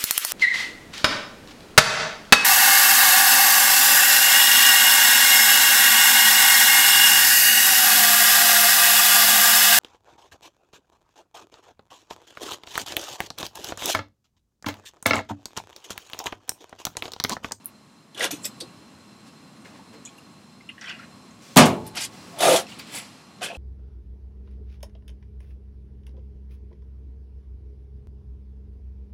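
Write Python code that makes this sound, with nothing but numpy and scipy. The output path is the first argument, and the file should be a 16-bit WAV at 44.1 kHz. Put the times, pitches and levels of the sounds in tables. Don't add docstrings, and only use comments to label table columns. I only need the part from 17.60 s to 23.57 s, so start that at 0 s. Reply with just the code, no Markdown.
import sys
import numpy as np
from scipy import signal
from scipy.fft import rfft, irfft
from scipy.io import wavfile
from scipy.ndimage import uniform_filter1d

SR = 44100
rng = np.random.default_rng(int(sys.argv[2]) if len(sys.argv) > 2 else 0)


def undo_db(level):
    steps = np.asarray(level, float) / 20
    return 10 ** steps


def file_out(sig):
    cols = np.atleast_2d(sig).T
    lim = np.clip(cols, -1, 1)
    pcm = np.round(lim * 32767).astype(np.int16)
    wavfile.write(sys.argv[1], SR, pcm)


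N = 263277

# [f/Hz, level/dB per Hz]
CRUMPLE = [(59, -54), (100, -21), (513, -4.5), (784, -9), (872, -8.5), (1680, -1), (2200, -9.5),
           (3190, -6.5), (4600, -11), (9210, -6.5), (13500, -17), (16000, -32)]
FLICK = [(240, -30), (400, 7), (562, -8), (852, -20), (4880, -27), (5430, -15.5), (7280, 5), (16000, -21)]
SLEEVE = [(59, -42), (100, -17), (328, 2), (365, -3), (1100, -9.5), (6990, -25), (16000, -41)]
SLOSH = [(59, -48), (100, -15), (239, -5), (277, -24), (350, -19), (1010, -12), (1550, -4.5), (3200, -17.5),
         (3800, -18), (5800, -23), (7000, -20), (16000, -38)]
WIPE = [(300, -31), (690, -13), (1790, -0.5), (5000, 1.5), (8000, -3), (11000, -7), (13500, -17),
        (15000, -29.5)]
PULL = [(59, -59), (100, -27), (166, -3.5), (283, -21), (406, 1), (452, -23), (502, -11), (570, -7),
        (648, 2), (800, -2), (1520, -20.5), (3620, -18), (4500, -23.5), (8600, -25.5), (9820, -22.5),
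        (12000, -31.5), (16000, -44)]
BRUSH = [(240, -28), (400, 7), (432, -8), (562, 4), (616, -3), (5780, -6), (16000, -26.5)]
UNFOLD = [(59, -62), (100, -2), (836, 5), (1720, -6), (2320, -4.5), (6420, -4.5), (7770, 2.5), (16000, -8)]
PRESS = [(59, -48), (100, -11.5), (662, -3), (1010, -15), (1520, -2), (1950, -11.5), (2590, -4), (2800, -8),
         (3150, 0), (3500, -5.5), (3800, -11.5), (10000, -9), (16000, -32)]
SWISH = [(100, -31), (836, -13), (2300, -4), (6000, -8), (7600, 0.5), (8900, -7), (10100, 3), (11300, -17),
         (12600, -5), (14000, -21), (16000, -18)]
# [f/Hz, level/dB per Hz]
CRACK = [(59, -54), (100, -19), (513, -16), (872, -13), (2080, -7), (3190, -6), (9210, -6.5), (13500, -4),
         (16000, -34)]
# [f/Hz, level/dB per Hz]
SHEET_WASH = [(55, -19), (130, -11), (240, -7), (430, -9.5), (640, -10), (1180, -8), (1720, -14),
              (2900, -11), (4300, -14), (9000, -14), (16000, -21)]


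def seconds(samples):
    return np.arange(samples) / SR


def sine(hz, t):
    return np.sin(2 * np.pi * hz * t)


def unit(x):
    return x / np.sqrt(np.mean(x ** 2))


def shape(x, points, lo=0., hi=1e5):
    hz = np.arange(len(x) // 2 + 1) * SR / len(x) + 1
    f, db = np.transpose(points)
    colour = undo_db(np.interp(np.log(hz), np.log(f), db))
    edges = 1 / np.sqrt((1 + (lo / hz) ** 8) * (1 + (hz / hi) ** 8))
    return unit(irfft(rfft(x) * colour * edges, len(x)))


def ring(x, hz, width):
    b, a = signal.iirpeak(min(hz, SR / 2.2), max(hz / width, .5), fs=SR)
    return unit(signal.lfilter(b, a, x))


def steep(x, hz, width):
    return ring(ring(x, hz, width), hz, width)


def fade(t, t60):
    return undo_db(-60 * t / t60)


def swell(t, rise_s):
    return 1 - np.exp(-(t / rise_s) ** 3)


def walk(rate):
    k = int(SR / rate)
    return uniform_filter1d(np.repeat(rng.standard_normal(N // k + 1), k), k)[:N]


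def add(out, x, s):
    i = int(s * SR)
    out[i:i + len(x)] += x[:len(out) - i]


def grains(size, rate, scatter_db, count=40):
    out = 0
    for hz in 300 + 15500 * ((np.arange(count) + rng.random(count)) / count) ** 1.6:
        chance, luck = rng.random((2, size))
        strength = undo_db(np.minimum(-scatter_db * np.log(1 - luck), 9))
        catches = (chance < rate / count / SR) * strength
        out = out + hz ** 0.27 * steep(catches + .001 * luck, hz, 110 + 0.0056 * hz)
    return out / out.std()


def rub(rise, hold, release, colour, rate, patchy, share, body_db, top_db):
    # [f/Hz, width/Hz, level/dB, loudest at share of the pull]
    box = [(380, 90, -4.5, 0.56), (513, 20, 5, 0.74), (657, 50, 3, 0.34), (720, 14, -15, 0.22),
           (1215, 60, -5, 0.4)]
    depth_db = 30
    t = np.arange(0, min(rise + hold + release, .5), 1 / SR)
    corners = [0, rise, rise + hold, rise + hold + release]
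    under_db = depth_db * np.interp(t, corners, [1, 0, 0, 1])

    patchy = np.clip(patchy, 0, 1)
    slip = patchy * grains(len(t), rate, scatter_db=2.5) + (1 - patchy) * rng.standard_normal(len(t))
    bounce_ms = .34 if colour == CRUMPLE else .39
    slip = slip + min(share, 1) * np.roll(slip, int(bounce_ms * SR / 1000))

    body = shape(slip, colour, hi=900.0)
    if colour == PULL:
        pulled = t / t[-1]
        drone = sum(undo_db(db - 60 * (pulled - at) ** 2) * ring(slip, hz, width) for hz, width, db, at in box)
        body = 0.66 * body + 0.5 * drone
        body = body * undo_db(5 * np.sin(np.pi * pulled) ** 2)
    body = body * undo_db(body_db + 0.26 * under_db)
    middle = shape(slip, colour, lo=1365.0, hi=4740.0)
    top = shape(slip, colour, lo=6100.0) * undo_db(top_db - 0.54 * under_db)
    ends = np.minimum(1, (depth_db - under_db) / 2.2)
    return (body + middle + top) * undo_db(-under_db) * ends


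def rubs():
    strokes = [
        [(0.554, 0.078, 0.02, 0.063, -24.5)],
        [(0.777, 0.064, 0.012, .01, -58)],
        [(2.04, 0.0085, .01, 0.27, -52.5), (2.11, 0.042, 0.038, 0.051, -59), (2.31, 0.023, 0.013, 0.084, -54.5)],
        [(3.17, .12, 0.0045, .17, -38.5), (3.203, 0.012, .03, 0.07, -44), (3.35, .04, 0.053, 0.061, -50)],
        [(3.763, 0.063, 0.14, 0.096, -56)],
        [(4.336, 0.036, 0.0075, 0.1, -30.5)],
        [(4.348, 0.062, 0.044, 0.049, -36)],
        [(4.46, 0.07, 0.42, 0.046, -56)],
        [(4.762, 0.065, 0.12, 0.079, -24.5)],
        [(4.921, 0.034, 0.042, 0.084, -33.5)],
        [(5.02, 0.073, .01, 0.32, -45), (5.17, 0.025, .002, 0.11, -41.5), (5.2, 0.072, 0.061, 0.089, -47.5)],
        [(5.268, 0.081, 0.034, 0.11, -36.5)],
        [(5.806, 0.025, 0.023, .1, -31.5), (5.87, 0.067, .1, 0.055, -54.5)],
        [(1.64, 0.026, .02, 0.056, -59), (4.21, .05, .03, .04, -54.5), (5.38, 0.034, 0.03, 0.73, -53)],
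    ]
    # [colour, fibre catches/s, patchiness 0-1, share bounced off the steel 0-1,
    # body level/dB, top sizzle level/dB]
    contacts = [(CRUMPLE, 2700, 0.41, 0.25, -6.5, -10), (FLICK, 3500, 0.35, .3, 2.2, 16),
                (SLEEVE, 1600, 0.19, 0.078, 1.3, -8.5), (SLOSH, 3300, 0.45, 0.26, -12.5, -24),
                (BRUSH, 4600, 0.35, 0.08, -6, -1), (WIPE, 3600, 0.37, 0.092, -9, -6.5),
                (WIPE, 4500, 0.45, 0.1, -35, 1.8), (BRUSH, 2000, 0.25, 0.16, 0.94, -2.3),
                (PULL, 5500, 0.39, 0.017, -0.74, -1.5), (PULL, 6100, 0.42, 0.06, -4.5, 0),
                (UNFOLD, 2200, 0.25, 0.1, -23, -16), (SWISH, 5500, 0.44, 0.26, -10.5, -1.5),
                (PRESS, 3900, 0.29, 0.099, -7, -6.5), (WIPE, 3700, 0.33, 0.16, -3.5, -3.5)]
    out = np.zeros(N)
    for rows, contact in zip(strokes, contacts):
        for s, rise, hold, release, db in rows:
            add(out, undo_db(db) * rub(rise, hold, release, *contact), s)
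    return out


def pings(rows):
    out, t = np.zeros(N), seconds(SR // 8)
    for s, db, hz, t60 in rows:
        add(out, undo_db(db) * sine(hz, t) * fade(t, t60) * (1 - fade(t, 0.0032)), s)
    return out


def jerks():
    # [t/s, peak level/dB, f/Hz]
    jolts = [(4.797, -29, 640), (4.807, -16.5, 672), (4.833, -10.5, 717), (4.838, -33, 380),
             (4.853, -9, 704), (4.866, -6.5, 676), (4.882, -7, 620), (4.890, -9, 518), (4.906, -19, 610),
             (4.926, -14, 652), (4.936, -11, 483), (4.945, -16, 373), (4.952, -11, 663.5)]
    return pings([(s, db, hz, 0.071) for s, db, hz in jolts])


def taps():
    # [t/s, peak level/dB, f/Hz]
    touches = [(.550, -41, 328), (.599, -29, 560), (.735, -25, 290), (.604, -25, 645), (.616, -24.5, 464),
               (.623, -31, 700), (.641, -28, 765), (.648, -24, 710), (.707, -29, 685), (2.049, -44, 2200),
               (2.061, -52, 517), (2.139, -43, 900), (2.158, -40, 1050), (2.189, -43, 780),
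               (2.345, -49, 415), (4.872, -14, 760), (4.916, -28, 3500), (3.090, -34, 2850),
               (3.094, -31, 2620), (3.100, -31, 2980), (3.284, -37, 4600), (3.299, -28, 3320),
               (3.309, -33, 3450), (3.242, -34, 2010), (3.263, -38, 2600), (3.326, -36, 2550),
               (3.350, -39, 2800), (3.296, -36, 6650), (3.259, -40, 5830), (3.212, -32, 5870),
               (3.434, -49, 1850), (3.450, -46, 4030), (4.372, -24, 1490), (.847, -34, 3400),
               (.857, -38.5, 417), (1.017, -36, 450), (4.757, -40, 690), (4.789, -29, 660),
               (5.055, -39, 720), (5.195, -38, 4630), (5.811, -35, 610), (5.843, -31, 1580),
               (5.346, -34, 786), (5.388, -44, 2170)]
    return pings([(s, db, hz, 0.011 + 16.4 / hz) for s, db, hz in touches])


def snaps():
    # [t/s, peak level/dB, strongest f/Hz, broad crack level/dB]
    creases = [(.546, -24.5, 3260, -8), (.576, -17, 2900, -5), (0.596, -26, 2920, 2),
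               (0.606, -11, 1900, -2.5), (0.708, -26.5, 3000, 11.5), (0.842, -15.5, 5080, -16),
               (0.852, -17, 5200, -8), (.850, -21, 3420, -20), (.852, -14.5, 7560, 2.5),
               (1.003, -15.5, 4540, -12), (1.005, -24, 5350, -23), (1.007, -21.5, 3560, -14),
               (0.61, -25, 1720, -4), (5.811, -35, 1840, 8), (1.003, -22, 8700, -22),
               (2.451, -18.5, 7170, -24), (2.455, -27.5, 3270, -20), (4.350, -20, 2700, -8),
               (4.791, -17.5, 3270, -5), (4.805, -15.5, 3600, 6.5), (4.9608, -5, 3350, 2),
               (5.194, -24.5, 4600, -15), (5.196, -26, 2400, -14), (5.818, -15.5, 3000, -6)]
    # [t/s, peak level/dB, strongest f/Hz, broad crack level/dB]
    sizzles = [(0.5755, -29, 8650, -16), (1.003, -44, 14300, -12), (1.004, -36, 12300, -10),
               (2.0144, -39, 8800, -20), (2.578, -47, 10800, 7), (3.09, -38, 9400, -16),
               (4.266, -30.5, 12500, 4.5), (4.274, -19.5, 9600, -11), (4.7866, -17, 10400, -4),
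               (.547, -36, 8600, -20), (5.1866, -29, 10000, -16), (5.193, -33, 13500, -16),
               (5.194, -40, 15300, -20)]
    out, t = np.zeros(N), seconds(SR // 4)
    rows = [(*r, 0.19, 0.077) for r in creases] + [(*r, 0.07, 0.039) for r in sizzles]
    for s, db, hz, crack_db, share, tail in rows:
        tail = tail * undo_db(0.9 * max(crack_db - 3.5, 0))
        noise = rng.standard_normal((2, len(t))) + grains(len(t), 4000, 5.6, count=24)
        combed = noise[1] + 0.17 * np.roll(noise[1], int(SR / hz))
        broad = shape(combed, CRACK, lo=0.21 * hz, hi=2.9 * hz)
        crack = steep(noise[0], hz, share * hz) + undo_db(crack_db) * broad
        decay = fade(t, tail) + 0.67 * fade(t, 0.0043)
        add(out, undo_db(db - 14.5) * crack * decay * np.minimum(t / 0.00022, 1), s)
    return out


def ticks():
    # [t/s, peak level/dB]
    hits = [(.0464, -30), (.0581, -9)]
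    # [f/Hz, level/dB per Hz]
    tick_colour = [(7600, -38), (9600, -4), (14500, -8), (17000, -27)]
    out, t = np.zeros(N), seconds(SR // 4)
    for s, db in hits:
        thin = (t == 0) + rng.standard_normal(len(t)) * undo_db(-51) * fade(t, 0.055)
        thin = shape(np.roll(thin, SR // 100), tick_colour)
        add(out, undo_db(db) * thin / np.abs(thin).max(), s - 1 / 100)
    return out


def clicks():
    # [t/s, peak level/dB, lowest f/Hz, highest f/Hz]
    cracks = [(0.595, -22, 5000, 12000), (0.6055, -22, 1500, 4000), (0.6428, -11, 1500, 9000),
              (0.652, -15, 2500, 12000), (0.712, -18, 2180, 12000), (.716, -17, 11000, 15000),
              (0.846, -17.5, 3000, 6000), (0.8523, -13, 4500, 10000), (1.01, -22, 3500, 5000),
              (1.008, -32, 1800, 2500), (3.211, -32, 4000, 6300), (3.259, -41, 5000, 6500),
              (3.297, -43, 6200, 7160), (3.9685, -15, 4000, 14000), (4.356, -27, 9500, 10500),
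              (4.437, -20, 4000, 9000), (5.786, -39, 2500, 4500)]
    out, t = np.zeros(N), seconds(SR // 20)
    for s, db, lo_hz, hi_hz in cracks:
        burst = shape(rng.standard_normal(len(t)), CRACK, lo=lo_hz, hi=hi_hz)
        add(out, undo_db(db - 9) * burst * fade(t, 0.014) * np.minimum(t / 0.00025, 1), s)
    return out


def knock():
    # [f/Hz, level/dB, ring t60/s]
    sheet = [(157, -0.5, 0.35), (205.4, -3, 0.25), (103.8, -9.5, 0.4), (240.3, 1.5, 0.3), (265, 7.5, 0.14),
             (279, -11, 0.53), (393, -9.5, 0.52), (525, -3, 0.32), (621.4, 5.5, 0.18), (725, -3.5, 0.37),
             (747, -16, 0.48), (815, -31, 0.83), (954, -12, 0.46), (1048, -7, 0.36), (1120, -10, 0.36),
             (1187, 8, 0.16), (1310, -7, 0.17), (1540, -24, 0.197), (1900, 1, 0.096), (1970, -6, 0.13),
             (2400, -24.5, 0.16), (2600, -9, 0.21), (2400, -8, .17), (349.5, -11.5, 0.65), (645, -2, 0.27),
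             (682, -2.5, 0.27), (476, -7, 0.27), (591, -2, 0.29), (876, -12, .4), (427, -6.5, 0.36)]
    # [f/Hz, t60/s]
    sheet_decay = [(60, 1), (150, 0.52), (400, 0.52), (1000, 0.31), (3000, 0.27), (8000, 0.18),
                   (14000, 0.091)]
    out, t = np.zeros(N), seconds(SR)
    middle_late_s = .035

    modes = 0
    for hz, db, t60 in sheet:
        rise_s = 0.009 if hz < 300 else middle_late_s if hz < 500 else 0.014
        mode = np.sin(2 * np.pi * (hz * t + rng.random()))
        modes = modes + undo_db(db) * mode * fade(t, t60) * swell(t, rise_s)

    bass, rise = 0.15 + swell(t, 0.006), 0.15 + swell(t, 0.013)
    late = 0.08 + 0.9 * np.clip((t - 0.0089) / 0.0007, 0, 1)
    noise, wash = shape(rng.standard_normal(SR), SHEET_WASH), 0
    f, t60s = np.transpose(sheet_decay)
    for hz in 50 * 2 ** np.arange(0, 8.5, .5):
        sos = signal.butter(2, [hz / 2 ** .25, hz * 2 ** .25], "band", fs=SR, output="sos")
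        band = signal.sosfilt(sos, np.roll(noise, int(hz)))
        if 300 < hz < 500:
            onset = swell(t, middle_late_s)
        else:
            onset = bass if hz < 900 else rise if hz < 3000 else late
        wash = wash + band * onset * fade(t, np.interp(np.log(hz), np.log(f), t60s))

    grille = undo_db(-31.5) * (sine(866, t) + .5 * sine(866 + 13, t)) * fade(t, 0.9)
    add(out, undo_db(3.5) * (undo_db(-10.5) * modes + undo_db(-2.0) * wash + rise * grille), 3.960)
    return out


def bounce():
    out, t = np.zeros(N), seconds(SR)
    treble = shape(rng.standard_normal(SR), SHEET_WASH, lo=5000.0, hi=13000.0)
    decay = fade(t, 0.085) + undo_db(-17) * fade(t, .4)
    add(out, undo_db(-24) * treble * decay * (1 - fade(t, 0.013)), 4.054)
    return out


def drips():
    # [t/s, peak level/dB, f/Hz, splash f/Hz, splash level/dB]
    bubbles = [(0.084, -45.5, 2580, 5430, -17), (1.0833, -42, 2640, 5010, -15),
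               (2.053, -36, 1760, 2120, -0.5), (2.472, -37, 2400, 7600, -13),
               (2.4878, -40, 3240, 7550, -14), (2.581, -39.5, 2710, 6390, -6),
               (3.0054, -40, 2100, 4470, -14), (3.0884, -25.5, 2720, 9300, -28),
               (3.0995, -35, 2980, 3200, -17), (3.112, -40, 2700, 4350, -16),
               (3.1778, -30.5, 1825, 2880, -9), (3.212, -31.5, 1900, 5550, 0), (3.22, -35, 3250, 4570, 1),
               (3.240, -30, 1900, 5440, -8), (3.245, -40, 3340, 4500, -5), (3.257, -32, 3200, 5600, -7),
               (3.270, -29.5, 3040, 1760, -2), (3.277, -26, 2380, 4610, -17),
               (3.292, -19.5, 2890, 5350, -11), (3.298, -27, 1560, 4580, -3.5),
               (3.3222, -29.5, 2640, 5470, -18), (3.311, -29, 2770, 4580, -9),
               (3.337, -33, 2700, 5530, -14), (3.3474, -33, 2700, 4680, -14), (3.361, -40, 2660, 1810, -1),
               (3.380, -42, 2690, 3970, -12), (3.391, -31, 1340, 5570, -12), (3.706, -47, 2040, 6530, 4),
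               (5.0646, -35, 2640, 5470, -3), (5.1178, -31, 2760, 4500, -11), (5.841, -29, 1600, 2400, -14),
               (5.858, -23, 2570, 3450, -2), (5.883, -28.5, 2500, 1710, 2), (5.901, -29, 2510, 3420, -10),
               (5.912, -30, 2610, 1730, -5), (5.941, -34, 2620, 5340, -24), (5.947, -27.5, 2600, 5330, -16)]
    out, t = np.zeros(N), seconds(SR // 6)
    onset = np.sin(np.minimum(t / 0.0044, 1) * np.pi / 2) ** 2
    for s, db, hz, upper_hz, upper_db in bubbles:
        noise = rng.standard_normal(len(t))
        bubble = sine(hz, t * (1 + 1.7 * t)) + 0.84 * steep(noise, hz, 0.15 * hz)
        splash = sine(upper_hz, t) + 0.53 * steep(noise, upper_hz, 0.32 * upper_hz)
        add(out, undo_db(db - 4) * (bubble + undo_db(upper_db) * splash) * fade(t, 0.039) * onset, s)
    return out


def bumps():
    # [t/s, peak level/dB, f/Hz, ring t60/s]
    thuds = [(.722, -21, 279, 0.1), (.72, -45, 895, 0.069), (0.847, -33, 592, 0.069),
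             (0.848, -59, 1210, 0.09), (1.012, -32, 511, 0.081), (1.018, -32, 335, 0.13),
             (2.055, -57, 607, 0.074), (4.722, -42, 692, 0.4), (2.191, -38, 895, 0.058),
             (2.335, -40.5, 450, 0.17), (3.093, -25.5, 2060, 0.035), (5.815, -13.5, 733, 0.034),
             (5.817, -27, 1212, 0.12), (5.897, -24.5, 685, 0.081), (5.911, -31, 765, 0.07),
             (5.922, -27, 523, 0.11), (5.936, -35, 504, 0.098), (5.955, -34, 700, 0.08)]
    out, t = np.zeros(N), seconds(SR // 3)
    for s, db, hz, t60 in thuds:
        panel = sine(hz, t) + 0.51 * steep(rng.standard_normal(len(t)), hz, 0.74 * hz)
        add(out, undo_db(db) * panel * fade(t, t60) * (1 - fade(t, 0.072)), s)
    return out


def fan():
    # [t/s, level/dB]
    fan_level = [(0, -53), (.5, -55.5), (0.802, -47), (1.3, -51), (2.0, -51), (2.6, -50.5), (3.1, -53),
                 (3.5, -49), (3.851, -51.5), (4.6, -47), (5.2, -47), (5.6, -52), (5.97, -50.5)]
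    # [f/Hz, level/dB per Hz]
    fan_air = [(30, -13), (55, -15.5), (120, -9), (204, -3.5), (245, -3), (384, -15), (461, -17.5),
               (1130, -16), (1590, -22.5), (4200, -26.5), (8000, -31.5), (10500, -35.5), (13000, -44),
               (16000, -57)]
    # [f/Hz, width/Hz, level/dB against the hiss]
    whistles = [(1096, 6.2, -11), (1450, 20, -52), (2700, 37, -17), (4060, 33, -15), (5080, 20, -22),
                (5350, 16, -20), (7550, 39, -19.5), (8100, 15, -25), (10800, 48, -50), (12225, 40, -36),
                (14800, 400, -32)]
    hum = shape(rng.standard_normal(N), fan_air, hi=510.0) * undo_db(0.5 * walk(2.66))
    air = shape(rng.standard_normal(N), fan_air, lo=484.0) * undo_db(0.15 * walk(29) - 1.0)
    for hz, width, db in whistles:
        air = air + undo_db(db) * ring(rng.standard_normal(N), hz, width)
    whine_cycles = np.cumsum(4156 + 14.32 * walk(25)) / SR
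    air = air + undo_db(-10 + 5.1 * walk(55)) * np.sin(2 * np.pi * whine_cycles)
    s, level_db = np.transpose(fan_level)
    return (hum + air * undo_db(-3.0)) * undo_db(np.interp(seconds(N), s, level_db))


def cabinet(x):
    t = seconds(SR // 3)
    walls = rng.standard_normal(len(t)) * fade(t, 0.09) * np.minimum(t / 0.0017, 1)
    return undo_db(-7) * signal.fftconvolve(x, walls / np.sqrt(np.sum(walls ** 2)))[:N]


def scene():
    paper = rubs() + jerks() + taps()
    near = snaps() + ticks() + clicks() + drips() + bumps()
    tail = cabinet(near + 0.32 * paper)
    return (paper + near + tail + knock() + bounce() + fan())[None]


def low_pass(x):
    return signal.sosfilt(signal.butter(12, 16720, fs=SR, output="sos"), x)


def record(dry):
    x = signal.sosfilt(signal.butter(3, 75, "high", fs=SR, output="sos"), dry)
    x = .88 * x / (.88 ** 3 + np.abs(x) ** 3) ** (1 / 3)
    x = signal.sosfilt(signal.butter(3, 55, "high", fs=SR, output="sos"), x)
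    x = .87 * x / (.87 ** 8 + x ** 8) ** (1 / 8)
    x = signal.sosfilt(signal.ellip(10, .2, 55, 15850, fs=SR, output="sos"), x)
    return low_pass(x)


dry = scene()
out = record(dry)
file_out(out)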